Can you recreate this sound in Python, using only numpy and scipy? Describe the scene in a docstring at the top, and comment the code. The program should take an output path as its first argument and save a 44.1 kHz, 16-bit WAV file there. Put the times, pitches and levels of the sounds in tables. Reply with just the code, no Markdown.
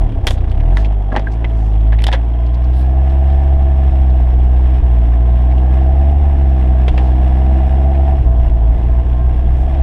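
"""A six-cylinder off-roader picks up from idle and ploughs through deep snow, heard from its side.
Each firing of a cylinder sends a puff down the exhaust pipe, which booms; now and then one misfires.
The engine makes the bay around it ring, its small metal parts clatter, and the alternator whines.
Snow crunches under the tyres, and dry branches snap, brush past and knock against the body."""
import sys
import numpy as np
from scipy import signal
from scipy.fft import rfft, irfft, next_fast_len
from scipy.io import wavfile
from scipy.ndimage import uniform_filter1d

SR = 44100
rng = np.random.default_rng(int(sys.argv[2]) if len(sys.argv) > 2 else 0)


def digitize_waveform(pressure):
    """Quantize a signal to 16-bit integers and store it at the path in sys.argv[1].

    Rows of a 2-D input are taken as channels; values are limited to [-1, 1].
    """
    field = np.atleast_2d(pressure).T
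    bounded = np.clip(field, -1, 1)
    quanta = np.round(bounded * 32767).astype(np.int16)
    wavfile.write(sys.argv[1], SR, quanta)


N = 433062
T = np.arange(N) / SR

# engine speed, with three firings per turn of the crank: (time [s], firing rate [Hz])
FIRING_RATE = [(0.0, 41.15), (0.218, 30.73), (0.512, 28.76), (0.815, 52.8), (1.115, 48.32), (1.412, 57.72),
               (1.693, 52.13), (2.5, 59.5), (3.0, 65.5), (3.38, 68.4), (4.0, 65.8), (4.22, 61.2),
               (4.75, 63), (5.0, 57.8), (5.7, 63.5), (6.22, 71.6), (6.62, 63.5), (6.96, 62.3), (7.7, 65.8),
               (7.95, 68.1), (8.16, 68.2), (8.26, 61), (8.65, 55.6), (8.92, 60), (9.57, 62.3), (9.82, 68.5)]
# a blip to pull away, a long push, then a sudden lift: (time [s], throttle opening [0-1])
THROTTLE = [(0, 0.78), (.45, 0.93), (.72, 0.8), (.95, 0.19), (1.6, 0.42), (2.45, 0.16), (2.9, 0.39),
            (5.15, 0.47), (5.95, 0.6), (6.35, 0.52), (7.5, 0.72), (8.15, 0.55), (8.19, 0.4), (8.53, 0.38),
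            (8.7, 0.4), (9.82, 0.35)]
# how unevenly the cylinders fire: (time [s], spread in strength [dB])
UNEVENNESS = [(0, 1.3), (.55, .4), (2.4, .45), (3.2, .8), (8.15, .8), (8.2, 2.3), (8.9, 1.8)]
# weak firings: (time [s], change in strength [dB])
MISFIRES = [(.092, -11.5), (.118, -22), (.147, -6.5), (.21, -15.5), (3.914, -11.5), (4.81, -22),
            (6.372, -8), (6.923, -16.5), (7.701, -10), (8.175, -13), (8.229, -11.5), (8.5, -14),
            (9.048, -8.5)]
# tone of the exhaust pipe: (frequency [Hz], level [dB])
PIPE_SPECTRUM = [(14, -31.5), (28, -5), (42, 0), (56, -2.5), (72, -6), (100, -14), (135, -20.5), (170, -39),
                 (300, -49.5), (500, -68)]
# how loudly the pipe booms: (time [s], level [dB])
BOOM_LEVEL = [(0, -13), (.44, -11.5), (.74, -8.5), (1.2, -17), (1.91, -7.5), (2.22, -12.5), (3.0, -9),
              (4.5, -8), (8.1, -9.5), (9.82, -11.5)]
# bark, the upper part of the boom: (time [s], boost [dB])
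BARK_BOOST = [(.45, -7), (.8, -2), (1.25, 4.5), (1.85, 1), (2.8, -0.5), (4.6, -2), (6, 0)]
# rumble of uneven firing: (frequency [Hz], level [dB])
RUMBLE_SPECTRUM = [(10, -16.5), (20, -3), (45, -4.5), (75, -7.5), (120, -16.5), (400, -36)]
# low tones of the pipe: (order [cycles per crank turn], level [dB])
GROWL_TONES = [(9, -2), (10, -6)]
# higher tones of the pipe: (order [cycles per crank turn], level [dB])
HUM_TONES = [(12, -6), (15, -6), (18, -11), (21, -16), (24, -11.5)]
# the cylinders as they take turns: (strength [dB], lateness [share of the time between firings])
CYLINDERS = [(-4, -0.013), (-3, 0.027), (-6.5, -0.017), (-4, 0.026), (-3, .03), (-1, -.02)]
# tones that shake the engine bay: (order [cycles per crank turn], level [dB])
RASP_TONES = [(29, 2.5), (30, 2), (31, -0.5), (33, 2.5), (34, 0), (36, -0.5)]
# where the engine bay and body ring: (frequency [Hz], width [Hz], level [dB])
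BAY_RESONANCES = [(385, 73, -8), (620, 39, -9.5), (671, 46.4, 11), (704, 41, 1), (741.6, 167, 10.5),
                  (877, 47, -6.5)]
# how loudly the bay rings as the load changes: (time [s], level [dB])
BAY_LEVEL = [(0, -30.5), (.25, -32.5), (.45, -40), (.75, -31), (1.0, -36.5), (2.76, -36), (2.88, -31.5),
             (3.55, -29.5), (4.05, -32), (4.6, -34.5), (5.4, -32.5), (5.97, -28), (6.58, -32), (6.78, -30),
             (7.2, -30), (8.16, -25.5), (8.2, -32.5), (8.38, -30), (8.53, -32.5), (9.5, -35), (9.75, -30)]
# tone of the engine's clatter, with the microphone's treble peaks and dips: (frequency [Hz], level [dB])
CLATTER_SPECTRUM = [(560, -26), (950, -0.5), (983, -6.5), (1050, -6), (1440, -11), (1670, -5),
                    (2370, -13.5), (2810, -12.5), (3380, -16.5), (4570, -32.5), (5250, -27), (6530, -38),
                    (8420, -33.5), (10900, -38.5), (15000, -48.5)]
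# tone of the icy grains: (frequency [Hz], level [dB])
SNOW_SPECTRUM = [(400, -19.5), (1200, 2.5), (3200, 14.5), (4500, -14), (8500, -31.5), (15000, -25.5)]
# sticks breaking: (time [s], level [dB], low edge [Hz], high edge [Hz], ring [Hz], splintering time [s])
SNAPS = [(0.2694, -2, 1400, 12000, 3600, 0.0028), (0.2749, -5, 700, 10000, 3900, 0.0035),
         (0.2832, -12.5, 1300, 8000, 3400, 0.0053), (0.3079, -11.5, 600, 13000, 3600, 0.0042),
         (0.5172, -29.5, 1200, 8000, 3180, 0.0042), (0.7706, -16, 500, 6600, 1790, 0.0056),
         (1.1192, -28.5, 202, 2190, 1650, 0.004), (1.153, -21.5, 200, 1980, 1510, 0.0043),
         (1.163, -14, 300, 4000, 1960, 0.0073), (1.194, -27, 198, 4580, 640, 0.008),
         (1.4446, -21.5, 298, 2980, 2630, 0.0058), (1.923, -26, 200, 3440, 1900, 0.013),
         (1.988, -28, 1100, 4540, 2570, 0.016), (2.0208, -20, 1480, 9000, 2600, 0.0024),
         (2.0405, -8, 2000, 9000, 3180, 0.0027), (2.0678, -9, 1600, 8960, 3800, 0.0049),
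         (2.0805, -17, 700, 6960, 3200, 0.0059), (2.087, -22, 297, 2570, 1800, 0.0054),
         (2.116, -25, 500, 6000, 2000, 0.013), (2.127, -14.5, 500, 6000, 2960, 0.012),
         (2.1351, -15.5, 460, 5030, 1900, 0.0096), (6.881, -18, 220, 5500, 2600, 0.0078),
         (6.978, -21, 300, 4500, 2500, 0.01)]
# tone of every snap as heard through the camera's housing and microphone: (frequency [Hz], level [dB])
SNAP_SPECTRUM = [(200, -1), (500, 11), (900, 6), (1300, -4.5), (1850, 0), (2400, -8), (3400, -5.5),
                 (4400, -14), (5500, -15), (7000, -21), (9000, -17), (15000, -24)]
# twigs and snow sliding past: (time [s], fade time [s], level [dB], pitch [Hz])
BRUSHES = [(0.307, 0.035, -43, 6400), (0.795, 0.033, -46, 3600), (1.329, 0.018, -52, 4400),
           (1.63, 0.1, -60, 4930), (2.789, 0.062, -50, 3400), (2.795, 0.045, -56, 8300),
           (7.02, 0.13, -51, 2600), (9.6, 0.073, -63.5, 6500)]
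# big lumps of snow crust being crushed: (time [s], level [dB], pitch [Hz])
CRUNCHES = [(0.602, -38, 2070), (0.85, -37, 2600), (2.467, -51, 3800), (2.545, -50, 3900),
            (2.645, -52, 4100), (5.517, -36.5, 2080), (5.582, -42.5, 2770), (7.952, -40.5, 2120),
            (9.742, -40, 2210)]
# branches hitting the body: (time [s], ring level [dB], pitch [Hz], time to fade 60 dB [s], thud [dB])
KNOCKS = [(1.122, -20.5, 1660, 0.036, -7), (1.1639, -4, 823, 0.032, -14), (1.27, -16.5, 1610, 0.039, -17.5),
          (1.447, -24, 2020, 0.037, -33), (2.086, -13, 813, 0.032, -32), (2.134, -15, 550, 0.066, -34),
          (6.995, -22.5, 805, 0.13, -36)]
# where the body panel rings: (frequency [Hz], width [Hz], level [dB])
PANEL_RESONANCES = [(260, 113, 4), (640, 250, -3), (910, 160, -17)]

# how sounds follow effort: (closed throttle [dB], added at full throttle [dB], per octave of speed [dB])
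GAS_EFFORT, GROWL_EFFORT, HUM_EFFORT = (-38.5, 6.4, 0), (-46.5, 24.7, -9), (-42.5, 11.5, 0)
CLATTER_EFFORT = (-49, 10.3, -1.2)
RASP_EFFORT = (-23.5, 7.5, 0)  # relative to the rush of gas in the bay
LUGGING_HZ = 64.6  # below this firing rate the engine labours


def undb(db):
    """Turn decibels into a gain."""
    return 10 ** (np.asarray(db) / 20)


def unit(x):
    """Scale a sound to an average (rms) level of 1."""
    return x / np.sqrt(np.mean(x ** 2))


def curve(table):
    """Join the points of a (time, value) table, giving a value at every sample."""
    return np.interp(T, *np.transpose(table))


def colour(x, spectrum):
    """Shape a sound's tone by a (frequency, level) table, fading out beyond its ends."""
    hz, db = np.transpose(spectrum)
    size = next_fast_len(N + SR)
    f = np.fft.rfftfreq(size, 1 / SR) + 1e-9
    edges = np.minimum(f / hz[0], hz[-1] / f).clip(0, 1) ** 2
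    gain = undb(np.interp(np.log(f), np.log(hz), db)) * edges
    return irfft(rfft(x, size) * gain, size)[:N]


def resonate(x, hz, width):
    """Let a sound ring around one frequency, where the gain is 1."""
    g, k = np.tan(np.pi * min(hz / SR, .45)), width / hz
    return signal.lfilter([g * k, 0, -g * k], [1 + g * k + g * g, 2 * (g * g - 1), 1 - g * k + g * g], x)


def band(x, hz, width):
    """Resonate twice, so that less gets through on either side."""
    return resonate(resonate(x, hz, width), hz, width)


def wander(rate):
    """A random drift of size about 1 that takes a new course `rate` times a second."""
    turns = np.arange(0, T[-1] + 1, 1 / rate)
    return unit(np.interp(T, turns, rng.standard_normal(len(turns))))


def steady(x, span_s):
    """Even out a sound so that its level stays near 1."""
    span = int(span_s * SR)
    return x / np.sqrt(uniform_filter1d(uniform_filter1d(x * x, span), span) + 1e-18)


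def clicks(times, sizes):
    """Clicks at the given times, each shared between two samples."""
    at = np.clip(times * SR, 0, N - 2)
    i = at.astype(int)
    return np.bincount(i, sizes * (1 - at + i), N) + np.bincount(i + 1, sizes * (at - i), N)


def add(out, start, x):
    """Mix in a short sound at `start` seconds."""
    i = int(start * SR)
    out[i:i + len(x)] += x[:N - i]


def effort(law, hz):
    """Gain of an engine sound, set by the throttle and by any speed above lugging."""
    closed_db, throttle_db, octave_db = law
    octaves = np.log2(np.maximum(hz / LUGGING_HZ, 1))
    return undb(closed_db + throttle_db * curve(THROTTLE) + octave_db * octaves)


def misfire_db(firings):
    """How much weaker each firing is than a healthy one."""
    db = np.zeros(len(firings))
    for when, drop_db in MISFIRES:
        db[np.argmin(abs(firings - when))] = drop_db
    return db


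def crank_tones(phase, tones):
    """Tones that follow the turning crank, each wavering a little in pitch and level."""
    out = np.zeros(N)
    for order, db in tones:
        angle = 2 * np.pi * (order * phase / 3 + rng.random()) + .011 * order * wander(14)
        out += undb(db) * np.sqrt(2) * np.sin(angle) * (1 + .22 * wander(30))
    return out


def exhaust(firings, hz, bark_hz=90.5):
    """Each firing booms in the pipe; gas roars through it and rumbles when firing is uneven."""
    spread_db = curve(UNEVENNESS)
    puff_db = np.interp(firings, T, spread_db) * rng.standard_normal(len(firings)) + misfire_db(firings)
    puffs = colour(clicks(firings, undb(puff_db)), PIPE_SPECTRUM)
    boom = steady(puffs, span_s=0.54) * undb(curve(BOOM_LEVEL))
    bark = signal.sosfiltfilt(signal.butter(4, bark_hz, "high", fs=SR, output="sos"), boom)
    boom += bark * (undb(curve(BARK_BOOST)) - 1)
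    rumble = unit(colour(rng.standard_normal(N), RUMBLE_SPECTRUM)) * spread_db * undb(-23 + wander(15))
    gas = unit(band(rng.standard_normal(N), hz=262, width=340))
    return boom + rumble + gas * effort(GAS_EFFORT, hz)


def pipe_drone(hz, phase):
    """Low tones growl at wide throttle; higher ones hum, most where the silencer rings."""
    growl = crank_tones(phase, GROWL_TONES)
    hum = crank_tones(phase, HUM_TONES)
    silencer = undb(4.5) * resonate(hum, hz=321, width=57)
    return growl * effort(GROWL_EFFORT, hz) + (hum + silencer) * effort(HUM_EFFORT, hz)


def engine_bay(firings, hz, phase, throb_depth=0.25, misfire_share=0.89):
    """Unequal cylinders knock, gas rushes and the crank rasps; all three make the bay ring."""
    strength_db, late = np.array(CYLINDERS)[np.arange(len(firings)) % len(CYLINDERS)].T
    time_jitter, level_jitter = rng.standard_normal((len(firings), 2)).T
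    knock_times = firings + (0.304 + late) / np.interp(firings, T, hz) + .00007 * time_jitter
    knocks = clicks(knock_times, undb(strength_db + 0.8 * level_jitter))
    rush = rng.standard_normal(N) * (1 + 0.7 * np.cos(4 * np.pi * (phase - .3)))  # twice per firing
    rush *= 1 + throb_depth * np.cos(2 * np.pi * phase / 3)  # swells once per crank turn
    rasp = colour(crank_tones(phase, RASP_TONES), [(560, -19.5), (650, 0.5), (900, 1.5)])
    shaking = 0.44 * unit(knocks) + unit(rush) + effort(RASP_EFFORT, hz) * unit(rasp)
    ring = sum(undb(db) * band(shaking, f, width) for f, width, db in BAY_RESONANCES)
    dip_db = misfire_share * np.interp(T, firings, misfire_db(firings))
    return steady(ring, span_s=0.16) * undb(curve(BAY_LEVEL) + dip_db)


def valve_clatter(hz, phase, burst_s=.007, ring_s=.005):
    """Valves and blowing gas make a gritty burst after each firing, ringing small metal parts."""
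    since_firing = phase % 1 / hz
    between_bursts = .5 * np.minimum(hz / LUGGING_HZ, 1) ** 2  # slow firings stand apart
    bursts = np.exp(-since_firing / burst_s) * undb(2 * wander(50))
    grit = rng.standard_normal(N) * (bursts + between_bursts)
    t = T[:SR // 12]
    ring = signal.fftconvolve(grit, rng.standard_normal(len(t)) * np.exp(-t / ring_s))[:N]
    clatter = colour(unit(grit) + .35 * unit(ring), CLATTER_SPECTRUM)
    return unit(clatter) * effort(CLATTER_EFFORT, hz) * undb(wander(16))


def alternator(phase, cycles_per_firing=17.35):
    """A thin whine that follows the engine speed, loudest where its housing rings."""
    angle = 2 * np.pi * cycles_per_firing * phase + .6 * wander(25)
    low = resonate(np.sin(angle), hz=1033, width=34) * undb(-43)
    high = resonate(np.sin(angle * 3 / 2), hz=1680, width=160) * undb(-52)
    return (low + high) * undb(2 * wander(14))


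def snow_grains(count=5000):
    """The snow's crust caves in under the tyres as small, icy grains that ring briefly."""
    times = rng.uniform(0, T[-1], count)
    sizes = undb(3.2 * rng.exponential(size=count).clip(0, 3.5))
    grains = clicks(times, rng.standard_normal(count) * sizes)
    grains += undb(8.5) * resonate(grains, hz=3260, width=270)
    return unit(colour(grains, SNOW_SPECTRUM)) * undb(-60.5 + 1.9 * wander(8.2))


def stick_snaps(fibres_per_s=900, crack_s=.0008, echo_s=.04, echo_db=-35.5):
    """One wood fibre gives way, then its neighbours, in a quick run of dry cracks."""
    out, t = np.zeros(N), T[:SR // 4]
    dull = signal.butter(1, 5500, fs=SR, output="sos")
    for start, db, low_hz, high_hz, ring_hz, splinter_s in SNAPS:
        fibres = (rng.random(len(t)) < fibres_per_s / SR) * np.exp(-t / splinter_s)
        fibres[0] = 0.96  # the first break
        powers = (signal.fftconvolve(fibres ** 2, np.exp(-2 * t / fade)) for fade in (crack_s, echo_s))
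        crack, echo = (rng.standard_normal(len(t)) * np.sqrt(abs(power[:len(t)])) for power in powers)
        snap = crack + undb(echo_db) * signal.sosfilt(dull, echo)  # echo off the body and the trees
        snap = signal.sosfilt(signal.butter(2, high_hz, fs=SR, output="sos"), snap)
        snap = signal.sosfilt(signal.butter(1, low_hz, "high", fs=SR, output="sos"), snap)
        snap += undb(7.5) * resonate(snap, ring_hz, width=0.35 * ring_hz)  # the stick rings
        add(out, start, undb(db) * snap / np.sqrt(np.sum(snap ** 2) / (splinter_s * SR)))
    return colour(out, SNAP_SPECTRUM)


def twig_brushes():
    """Twigs and snow scrape along the body, each in a hiss that swells and fades."""
    out = np.zeros(N)
    scrape = rng.standard_normal(N) * undb(1.8 * wander(300))
    for when, fade_s, db, hz in BRUSHES:
        swell = np.exp(-np.minimum(((T - when) / fade_s) ** 2, 20))
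        out += undb(db) * swell * unit(band(scrape, hz, width=1.1 * hz))
    return out


def snow_crunches(rise_s=0.0087, grains_per_s=1100, crumb_db=-51.5, crumb_hz=3020):
    """Big lumps of crust, and smaller crumbs at random times, give way in short swells of grit."""
    out, t = np.zeros(N), T[:SR // 12]
    crumbs = [(when * T[-1], crumb_db - 4.5 * softness, crumb_hz * 2 ** ((pitch - .5) / 2))
              for when, softness, pitch in rng.random(size=(45, 3))]
    swell = (t / rise_s) ** 2 * np.exp(2 - 2 * t / rise_s)
    for when, db, hz in CRUNCHES + crumbs:
        grains = (rng.random(len(t)) < grains_per_s / SR) * rng.standard_normal(len(t))
        add(out, max(when - rise_s, 0), undb(db) * swell * unit(band(grains, hz, width=0.53 * hz)))
    return out


def branch_knocks(rise_s=.0012, rattle_db=3, thud_fade_s=0.088):
    """A branch rings as it knocks and rattles on a body panel, which thuds."""
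    out, t = np.zeros(N), T[:SR // 4]
    contact = 1 - np.exp(-t / rise_s)
    for start, db, hz, fade_s, thud_db in KNOCKS:
        rattle = rng.standard_normal(len(t)) * undb(rattle_db * wander(250)[:len(t)])
        rough_ring = unit(band(rattle, hz, width=0.25 * hz))
        ring = undb(db - 60 * t / fade_s) * (1.3 * np.sin(2 * np.pi * hz * t) + .5 * rough_ring)
        panel = sum(undb(level) * band(rattle, f, width) for f, width, level in PANEL_RESONANCES)
        thud = undb(thud_db - 60 * t / thud_fade_s) * unit(panel)
        add(out, start, contact * (ring + thud))
    return out


def scene():
    """The crank times everything the engine does; snow and wood come on top."""
    hz = curve(FIRING_RATE)
    phase = np.cumsum(hz) / SR - .56  # goes up by 1 with each firing
    firings = np.interp(np.arange(int(phase[-1]) + 1), phase, T)  # their times in seconds
    motor = exhaust(firings, hz) + pipe_drone(hz, phase) + engine_bay(firings, hz, phase)
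    motor += valve_clatter(hz, phase) + alternator(phase)
    return (motor + snow_grains() + snow_crunches() + stick_snaps() + branch_knocks() + twig_brushes())[None]


def record(dry):
    """The camera on the vehicle's side rounds off the loudest peaks and cuts the highest treble."""
    ceiling, top_hz = .9, 15700
    rounded = dry / (1 + (dry / ceiling) ** 8) ** (1 / 8)
    return signal.sosfilt(signal.ellip(8, .2, 70, top_hz, fs=SR, output="sos"), rounded)


dry = scene()
out = record(dry)
digitize_waveform(out)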